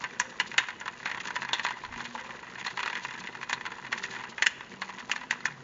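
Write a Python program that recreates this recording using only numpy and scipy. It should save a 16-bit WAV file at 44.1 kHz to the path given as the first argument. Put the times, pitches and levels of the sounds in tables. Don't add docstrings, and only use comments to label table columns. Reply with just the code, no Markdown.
import sys
import numpy as np
from scipy import signal
from scipy.fft import rfft, irfft, next_fast_len
from scipy.io import wavfile
from scipy.ndimage import map_coordinates

SR = 44100
rng = np.random.default_rng(int(sys.argv[2]) if len(sys.argv) > 2 else 0)


def bounce(signal):
    frames = np.transpose(np.atleast_2d(signal))
    limited = np.clip(frames, -1, 1)
    pcm = np.round(limited * 32767).astype(np.int16)
    wavfile.write(sys.argv[1], SR, pcm)


N = 248283
T = np.arange(N) / SR


def amp(db):
    return 10 ** (np.asarray(db) / 20)


def unit(x):
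    return x / np.sqrt(np.mean(x ** 2) + 1e-20)


def along(points, hz):
    f, v = np.transpose(points)
    return np.interp(np.log(hz + 1), np.log(f + 1), v)


def curve(rows):
    return np.interp(T, *np.transpose(rows))


def wobble(rate):
    return map_coordinates(rng.standard_normal(int(N * rate / SR) + 4), [T * rate])


def filtered(x, response):
    m = next_fast_len(len(x) + SR // 2)
    spectrum = rfft(x, m) * response(np.fft.rfftfreq(m, 1 / SR))
    return irfft(spectrum, m)[:len(x)]


def add(out, s, sound):
    part = out[round(s * SR):][:len(sound)]
    part += sound[:len(part)]


def peak(hz, centre, width):
    return 1 / (1 + (2 * (hz - centre) / width) ** 2)


# f/Hz, relative level/dB
ARENA_COLOUR = [(60, -29), (200, -20), (720, -14), (860, -3.5), (1000, -1.5), (1250, -6.5), (1650, 2),
                (2000, 4), (2200, -5.5), (2800, -5), (3100, -13), (3900, -21), (4900, -24.5), (6800, -23.5),
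                (7300, -24)]
# f/Hz, width/Hz, lift/dB
PANEL_PEAKS = [(982, 60, 4.5), (1780, 39, 1.5), (2468, 26, 8), (3415, 210, 8.5), (3740, 52, 8),
               (4250, 200, 8)]


def plastic(thump_db, snap_db, notes, size=4096):
    hz = np.fft.rfftfreq(size, 1 / SR)
    db = along(ARENA_COLOUR, hz)
    db = db + sum(lift * peak(hz, f, width) for f, width, lift in PANEL_PEAKS + notes)
    tilt = [(500, .5 * thump_db), (1000, thump_db), (1800, 0), (3400, 0.17 * snap_db), (6000, 1.57 * snap_db)]
    db = db + along(tilt, hz)
    cepstrum = irfft(np.log(amp(db)))
    cepstrum[1:size // 2] *= 2
    cepstrum[size // 2 + 1:] = 0
    return irfft(np.exp(rfft(cepstrum)))


def shudder(t, crunch_db, crunch_t60, rattle_db, rattle_t60):
    crunch = amp(crunch_db - 60 * t / crunch_t60)
    rattle = amp(rattle_db - 60 * t / rattle_t60)
    force = rng.standard_normal(len(t)) * (crunch + rattle)
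    force[0] += 1
    return force


def grains(size, per_s):
    weights = np.tanh(2 * rng.standard_normal(size))
    return unit(weights * (rng.random(size) < per_s / SR))


MOTOR_HZ, MOTOR_WAVER = 128.7, .05


def motor(speed_hz, waver):
    return np.cumsum(speed_hz * np.exp(waver * wobble(14))) / SR


def landings(turns, scatter, uneven_db, rattle_db):
    hops = np.flatnonzero(np.diff(np.floor(turns)))
    late, weight, side = rng.standard_normal((len(hops), 3)).T
    when = np.clip(hops + scatter * SR * late, 0, N - 1).astype(int)
    sizes = amp(uneven_db * np.minimum(weight, 1)) * np.sign(side)
    out = np.zeros(N + SR)
    t = np.arange(SR // 25) / SR
    for i, size in zip(when, sizes):
        out[i:i + len(t)] += size * shudder(t, -16, .009, rattle_db, .04)
    return out[:N]


# f/Hz, width/Hz, relative level/dB
BOARD_MODES = [(130.3, 11.8, -0.5), (183.8, 9.7, 1.5), (233.8, 21.3, 0), (358, 28, -3.5), (401, 22, -5.5),
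               (474, 38, -5.5)]
# t/s, level/dB
DRONE_LEVEL = [(0.0, -48), (1.02, -53), (1.05, -49.5), (1.91, -51.5), (1.93, -48), (2.26, -50), (4.19, -48),
               (4.22, -52), (5.63, -52.5)]
DRONE_GAIN_DB = -0.5


def drone(turns):
    shake = landings(turns, scatter=0.00087, uneven_db=5.5, rattle_db=-26.5)

    def boards(f):
        return sum((-1) ** k * amp(db) * 1j * f * w / (c * c - f * f + 1j * f * w)
                   for k, (c, w, db) in enumerate(BOARD_MODES))

    rumble = amp(-3.5) * unit(filtered(shake, boards))
    tone = amp(-23) * np.sin(2 * np.pi * turns)
    return amp(curve(DRONE_LEVEL) + DRONE_GAIN_DB) * (rumble + tone)


# t/s, level/dB
PATTER_LEVEL = [(0.0, -41), (0.27, -51), (0.5, -46), (0.8, -52), (0.95, -50.5), (1.1, -45.5), (1.54, -49.5),
                (1.9, -47), (2.14, -43), (2.39, -46), (2.74, -46.5), (2.9, -42), (3.2, -43), (3.62, -52),
                (3.89, -47), (4.17, -40.5), (4.34, -51.5), (4.66, -52), (4.9, -47), (5.31, -50),
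                (5.63, -54)]
PATTER_GAIN_DB, PATTER_SWAY_DB, SWAYS_PER_S = -4, 1, 14
UPSET_DB, UPSET_MOST_DB = -13.5, -39.5
SETTLE_S = 0.046


def agitation(hits):
    sway_db = PATTER_SWAY_DB * np.tanh(wobble(SWAYS_PER_S))
    power = amp(curve(PATTER_LEVEL) + PATTER_GAIN_DB + sway_db) ** 2
    settling = np.exp(-T[:SR // 3] / SETTLE_S)
    for s, db in hits:
        add(power, s, (amp(min(db + UPSET_DB, UPSET_MOST_DB)) * settling) ** 2)
    return np.sqrt(power)


HOP_REBOUND_DB = 2.5


def hop_force(t):
    force = shudder(t, crunch_db=-17, crunch_t60=0.02, rattle_db=-24, rattle_t60=0.05)
    force[int(rng.uniform(.002, .005) * SR)] += amp(HOP_REBOUND_DB)
    return force


HOP_SHARE, HOP_UNEVEN_DB = 0.36, 2.5
HOP_NOTE_HZ, HOP_NOTE_SPREAD = 1783, 0.36
HOP_NOTE_WIDTH_HZ, HOP_NOTE_DB = 170, 12.5
EDGE_HZ, EDGE_WIDTH_HZ = 4300, 1300
BUZZ_DB = -4


def patter(turns, hits):
    starts = np.flatnonzero(np.diff(np.floor(turns))) / SR
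    chance = rng.random(len(starts))
    traits = rng.standard_normal((len(starts), 4))
    hops = np.zeros(N)
    for s, luck, (late, weight, spot, thump) in zip(starts, chance, traits):
        if luck >= HOP_SHARE:
            continue
        note = (HOP_NOTE_HZ * np.exp(HOP_NOTE_SPREAD * spot), HOP_NOTE_WIDTH_HZ, HOP_NOTE_DB)
        ring = plastic(3.8 + 3 * thump, -7.5, [note, (EDGE_HZ, EDGE_WIDTH_HZ, 3)], size=1024)
        force = hop_force(np.arange(SR // 40) / SR)
        hop = unit(signal.fftconvolve(force, ring))
        add(hops, abs(s + .001 * late), amp(HOP_UNEVEN_DB * np.tanh(weight)) * hop)
    legs = landings(turns, scatter=0.001, uneven_db=3, rattle_db=-17)
    ring = plastic(thump_db=7.5, snap_db=-9, notes=[(EDGE_HZ, EDGE_WIDTH_HZ, 4)])
    buzz = signal.fftconvolve(legs, ring)[:N]
    return agitation(hits) * (unit(hops) + amp(BUZZ_DB) * unit(buzz))


# f/Hz, relative level/dB
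LEG_COLOUR = [(1500, -16.5), (2600, 2), (4200, 1.5), (5300, -4.5), (6800, -0.5), (7400, -5.5)]


def leg_colour(force):
    return unit(filtered(force, lambda hz: amp(along(LEG_COLOUR, hz))))


# t/s, level/dB
SCRAPE_STROKES = [(0.302, -46), (0.475, -42), (1.21, -43), (1.257, -45.5), (1.359, -48), (1.412, -49),
                  (1.641, -40), (1.979, -56), (2.056, -47), (2.599, -46.5), (2.652, -52), (2.709, -48),
                  (3.039, -41.5), (3.493, -55), (3.983, -40), (4.037, -41), (4.111, -42.5), (4.3, -43.5),
                  (4.9, -62), (4.999, -44), (5.098, -55), (5.165, -47.5)]
SCRAPE_RISE_S, SCRAPE_FALL_S = 0.0087, 0.0097
SCUFF_DB, SCUFF_FOLLOWS = -55.5, 0.99
SCUFF_ROUGH_DB, SCUFF_CATCHES_PER_S = 9, 320
SLIDE_DB, SLIDE_MOST_DB = -11.5, -38.5


def scuff(effort_db, hits, before=0.0047, after=0.0071):
    catch_db = 3.5 * np.tanh(1.3 * wobble(45))
    spurts = amp(SCUFF_DB + SCUFF_FOLLOWS * effort_db) * unit(amp(catch_db))
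    strokes = [(s, min(db + SLIDE_DB, SLIDE_MOST_DB), before, after) for s, db in hits]
    strokes += [(s, db, SCRAPE_RISE_S, SCRAPE_FALL_S) for s, db in SCRAPE_STROKES]
    slides = np.zeros(N)
    for s, db, rise, fall in strokes:
        span = slice(max(0, int((s - .05) * SR)), int((s + .06) * SR))
        t = T[span] - s
        slides[span] += amp(db) * np.exp(-(t / np.where(t < 0, rise, fall)) ** 2)
    roughness = amp(SCUFF_ROUGH_DB * np.tanh(wobble(SCUFF_CATCHES_PER_S)))
    ticks = grains(N, per_s=3400) * roughness
    return spurts * leg_colour(ticks) + slides * leg_colour(grains(N, per_s=2500))


def whirr():
    return amp(-62.5) * leg_colour(rng.standard_normal(N))


# f/Hz, relative level/dB
NOISE_COLOUR = [(15, -33), (25, -20), (71, -13), (211, -20.5), (627, -12), (984, -12.5), (1250, -12.5),
                (1960, -21.5), (2310, -17.5), (2480, -29), (7200, -60), (9360, -35.5), (15800, -120)]


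def background_noise():
    return amp(-56.0) * unit(filtered(rng.standard_normal(N), lambda hz: amp(along(NOISE_COLOUR, hz))))


def blow(db, rebound_db, ring, rattle_db, linger_db, low_hz=3800):
    t = np.arange(SR // 6) / SR
    force = shudder(t, crunch_db=-19, crunch_t60=0.01, rattle_db=rattle_db, rattle_t60=0.051)
    rebound = shudder(t, crunch_db=-25, crunch_t60=0.01, rattle_db=-22, rattle_t60=0.045)
    lag = int(rng.uniform(0.0038, .0048) * SR)
    force[lag:] += 2 * amp(rebound_db) * rebound[:-lag]
    loose = signal.lfilter(*signal.butter(2, low_hz, fs=SR), grains(len(t), per_s=470))
    force += loose * amp(linger_db - 60 * t / 0.18)
    sound = signal.fftconvolve(force, ring)
    return amp(db) * sound / np.std(sound[:SR // 100])


# t/s, level/dB, panel thump at 1 kHz/dB, hard plastic edge/dB
BUMP_HITS = [(0.041, -29.5, 4, 5.5), (0.135, -46, 0, 2), (0.216, -34.5, -3, -4), (0.409, -28.5, -1.5, 2.5),
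             (0.516, -36.5, -7.5, 2), (0.542, -36, 6.5, -6), (0.6, -34.5, 16.5, -5),
             (0.626, -39.5, 6.5, -1), (0.638, -36.5, 6, 2.5), (0.686, -33, 2.5, 3),
             (0.705, -37.5, 2.5, 3.5), (0.812, -37.5, 6, 1), (0.859, -34.5, 6.5, 0),
             (0.88, -30.5, 1.5, 3.5), (1.002, -41.5, 1.5, -6), (1.03, -41, 4, -3.5), (1.0575, -27.5, 0, 3),
             (1.074, -35.5, -3, 3.5), (1.082, -41, 3, 6), (1.098, -35.5, 6, 4), (1.115, -31.5, 0, 4),
             (1.147, -35, 2, 0.5), (1.175, -36.5, 0.5, -4), (1.203, -35, -11.5, -4), (1.241, -44, 0, 3),
             (1.255, -37.5, 4, -3), (1.284, -35, 6, 0), (1.306, -32, 3.5, 7), (1.357, -33, 9, -1),
             (1.364, -28, 6, 2), (1.42, -32.5, 2, -2), (1.43, -34.5, -2, -2), (1.45, -34, -4, 5),
             (1.49, -32.5, 3.5, 3), (1.521, -47, 3, -8.5), (1.556, -36, 3, 4), (1.585, -38.5, -2, 3),
             (1.596, -28, 1, 6.5), (1.641, -43, 6, -2), (1.65, -27, 9, 5), (1.666, -28, 3, 12.5),
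             (1.687, -32.5, 2.5, 7), (1.708, -31.5, 6.5, 9.5), (1.77, -44, 11, 2), (1.837, -36.5, 20, -14),
             (1.85, -38.5, 3, 8), (1.925, -39, 11, 0), (1.94, -38.5, 4, 0), (1.96, -40, 6, -1),
             (1.979, -39, 4, -1), (1.995, -40.5, -1, 1), (2.005, -33.5, 7.5, 2), (2.053, -36, 3, 15),
             (2.109, -46, -3, 10), (2.151, -33.5, 17, 1), (2.159, -42.5, 3, -11), (2.179, -39.5, 6, 2),
             (2.204, -46.5, 8, 8), (2.238, -47, 16, -5), (2.292, -40.5, 17, 4), (2.307, -37.5, 2.5, -8),
             (2.343, -47.5, 12, -1), (2.43, -46.5, 0, -3), (2.557, -40.5, -0.5, 9), (2.583, -39, 5, 0),
             (2.599, -40.5, -6, 3), (2.613, -38, 0, -1), (2.649, -35.5, 0, 1), (2.68, -36.5, 1, -1),
             (2.705, -39.5, -7, 9), (2.774, -30.5, 2.5, 7), (2.793, -32.5, -2, 5), (2.804, -33, -2, 6),
             (2.831, -29.5, 2, 9.5), (2.86, -30.5, 7, 9), (2.878, -29, 3, 3), (2.9, -33, 2, 11),
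             (2.93, -35.5, -7, 1), (2.954, -31.5, -0.5, 5), (2.973, -35, 1, 7), (3.008, -45, -1, 9),
             (3.021, -44, 1, 5), (3.05, -31, 1.5, -5), (3.088, -42, 4, 5), (3.109, -38, -12, 2),
             (3.14, -39.5, -4, 2), (3.189, -44, -8, 0), (3.209, -43, 8, 11), (3.24, -39.5, 4, 3),
             (3.273, -35.5, -15, 3), (3.327, -47, 3, 13), (3.352, -37, 6.5, 0), (3.414, -40, 4, -4),
             (3.43, -34, 0, -4), (3.509, -33.5, 0, -3), (3.611, -35.5, 3, 2), (3.654, -34.5, -2, 2),
             (3.664, -32, 5.5, 12.5), (3.719, -37.5, 6.5, 11), (3.785, -42.5, 15, 2), (3.826, -45, 7, 0),
             (3.849, -37.5, 4.5, -9), (3.867, -39.5, 2.5, 7), (3.92, -36.5, -0.5, 7.5), (3.978, -39, 1, 1),
             (3.995, -42.5, 3, -1.5), (4.039, -30.5, -1, 6), (4.052, -39.5, -7.5, -5), (4.113, -42, -16, 2),
             (4.137, -39, 3, 2), (4.15, -38.5, 2, 0), (4.164, -40, -8, -3), (4.196, -42, -1, -8.5),
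             (4.214, -42.5, 1, -3.5), (4.238, -36.5, 2.5, 1), (4.322, -46.5, 9, -5), (4.381, -34, -1, -6),
             (4.4, -43, 5, -4.5), (4.608, -37.5, 4.5, -5.5), (4.718, -45, -20.5, 9.5),
             (4.819, -29.5, 6, 5.5), (4.892, -37, 13, -1), (4.904, -41.5, 5, -11), (4.985, -41.5, -8, 4.5),
             (5.003, -40, -1, 2), (5.097, -33.5, 14, -4.5), (5.162, -33, -1, 4), (5.213, -39.5, 10, 8),
             (5.235, -39, 9, -4), (5.327, -37, 7, -8), (5.406, -43, 1, 14)]


def bumps():
    out = np.zeros(N)
    for s, db, thump_db, edge_db in BUMP_HITS:
        ring = plastic(thump_db, snap_db=-1, notes=[(EDGE_HZ, EDGE_WIDTH_HZ, edge_db)])
        add(out, s, blow(db, rebound_db=-12, ring=ring, rattle_db=-21, linger_db=-32))
    return out


# start t/s, end t/s, start f/Hz, end f/Hz, width/Hz, roughness (0-1), level/dB
HUM_TONES = [(0.148, 0.434, 523, 516, 38, 0.4, -58), (1.908, 2.19, 241.8, 237, 12.4, 0.11, -53.5),
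             (2.14, 2.355, 512, 531, 52, 0.54, -56), (2.74, 2.92, 391, 399, 5.6, 0.15, -59),
             (3.98, 4.193, 394, 391, 6, 0.2, -58.5), (4.7, 4.98, 191.8, 189.4, 6.2, .03, -57),
             (4.962, 5.447, 250, 244, 30, 0.9, -57), (5.43, 5.626, 164.4, 139, 20, 0.3, -55.5)]


def hums(fade):
    out = np.zeros(N)
    for start, end, from_hz, to_hz, width, rough, db in HUM_TONES:
        phase = 2 * np.pi * np.cumsum(np.interp(T, [start, end], [from_hz, to_hz])) / SR
        gate = np.clip(np.minimum(T - start, end - T) / fade + .5, 0, 1)
        blur = unit(wobble(2 * width) * np.sin(phase) + wobble(2 * width) * np.cos(phase))
        rough = np.clip(rough, 0, 1)
        out += amp(db) * gate * (np.sqrt(1 - rough) * unit(np.sin(phase)) + np.sqrt(rough) * blur)
    return out


# t/s, level/dB, panel thump at 1 kHz/dB,
# corner snap/dB (scaled by 0.17 at 3.4 kHz, 1.57 at 6 kHz), rebound/dB (before blow() doubles its gain),
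# note of the struck spot f/Hz, its width/Hz, its lift/dB, arena rattle afterwards/dB
CLACK_HITS = [(0.199, -17.5, 3.5, 15.5, -17, 1650, 700, 4.5, -27.5),
              (0.4, -21, -5.5, 8, -6, 3020, 300, 16, -31),
              (0.5805, -15.5, -12, 3.5, -1, 3320, 600, 3, -26.5),
              (0.801, -40.5, 7, 28.5, -11, 3500, 390, 8, -34),
              (1.273, -32.5, -3, 10, -16, 3560, 390, 4, -33), (1.532, -21, 10, 14, -9, 3600, 1290, 24, -22),
              (2.664, -29.5, 6, 7, 2, 4070, 1100, 20, -21),
              (3.4964, -29.5, 10, 11.5, -11, 2030, 384, 6, -30),
              (3.5295, -24, 5.5, 9.5, -4, 3920, 900, 18.5, -37),
              (3.927, -25.5, 2.5, 4, -11, 1870, 387, 3.5, -30),
              (4.4232, -17.5, -10.5, 6, -12, 1790, 120, 10.5, -34),
              (4.463, -15, -13.5, 9.5, 4.5, 2950, 300, 9, -21.5),
              (5.1148, -21.5, -16, 6, -16, 2510, 910, 1, -43),
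              (5.309, -21, -9, 8, -28, 1850, 200, 0.5, -22),
              (5.4554, -21.5, -4, 9, -26, 1860, 390, 3.5, -29)]


def clacks():
    out = np.zeros(N)
    for s, db, thump_db, snap_db, rebound_db, note_hz, width_hz, note_db, linger_db in CLACK_HITS:
        ring = plastic(thump_db, snap_db, [(note_hz, width_hz, note_db)])
        add(out, s, blow(db, rebound_db, ring, rattle_db=-13.5, linger_db=linger_db))
    return out


def nudge(low_hz, db):
    swell = np.exp(-((T - 1.91) / .055) ** 2)
    rumble = filtered(rng.standard_normal(N), lambda hz: hz / (1 + (hz / low_hz) ** 4))
    return amp(db) * swell * unit(rumble)


# f/Hz, t60/s
ROOM_DECAY = [(300, 0.73), (1000, 0.41), (2500, 1), (7000, 0.55)]


def room(x):
    out = np.zeros(N + SR)
    for i in range(0, N, SR // 4):
        hz, t, z = signal.stft(rng.standard_normal(SR // 2), SR, nperseg=256)
        decay = amp(-60 * t / along(ROOM_DECAY, hz)[:, None])
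        onset = 1 - np.exp(-t / 0.00069)
        tail = signal.istft(z * decay * onset, SR, nperseg=256)[1]
        wet = signal.fftconvolve(x[i:i + SR // 4], tail / np.linalg.norm(tail))
        out[i:i + len(wet)] += wet
    return out[:N]


def scene():
    turns = motor(MOTOR_HZ, MOTOR_WAVER)
    patter_db = curve(PATTER_LEVEL)
    effort_db = patter_db - patter_db.mean()
    hits = [row[:2] for row in CLACK_HITS] + [row[:2] for row in BUMP_HITS]
    robot = clacks() + bumps() + patter(turns, hits) + scuff(effort_db, hits) + whirr()
    background = background_noise() + hums(fade=0.0098) + nudge(low_hz=65, db=-52.0)
    return (robot + amp(-20.0) * room(robot) + drone(turns) + background)[None]


TOP_HZ = 7230


def record(dry):
    return np.array([filtered(x, lambda hz: 1 / np.sqrt(1 + (hz / TOP_HZ) ** 110)) for x in dry])


dry = scene()
out = record(dry)
bounce(out)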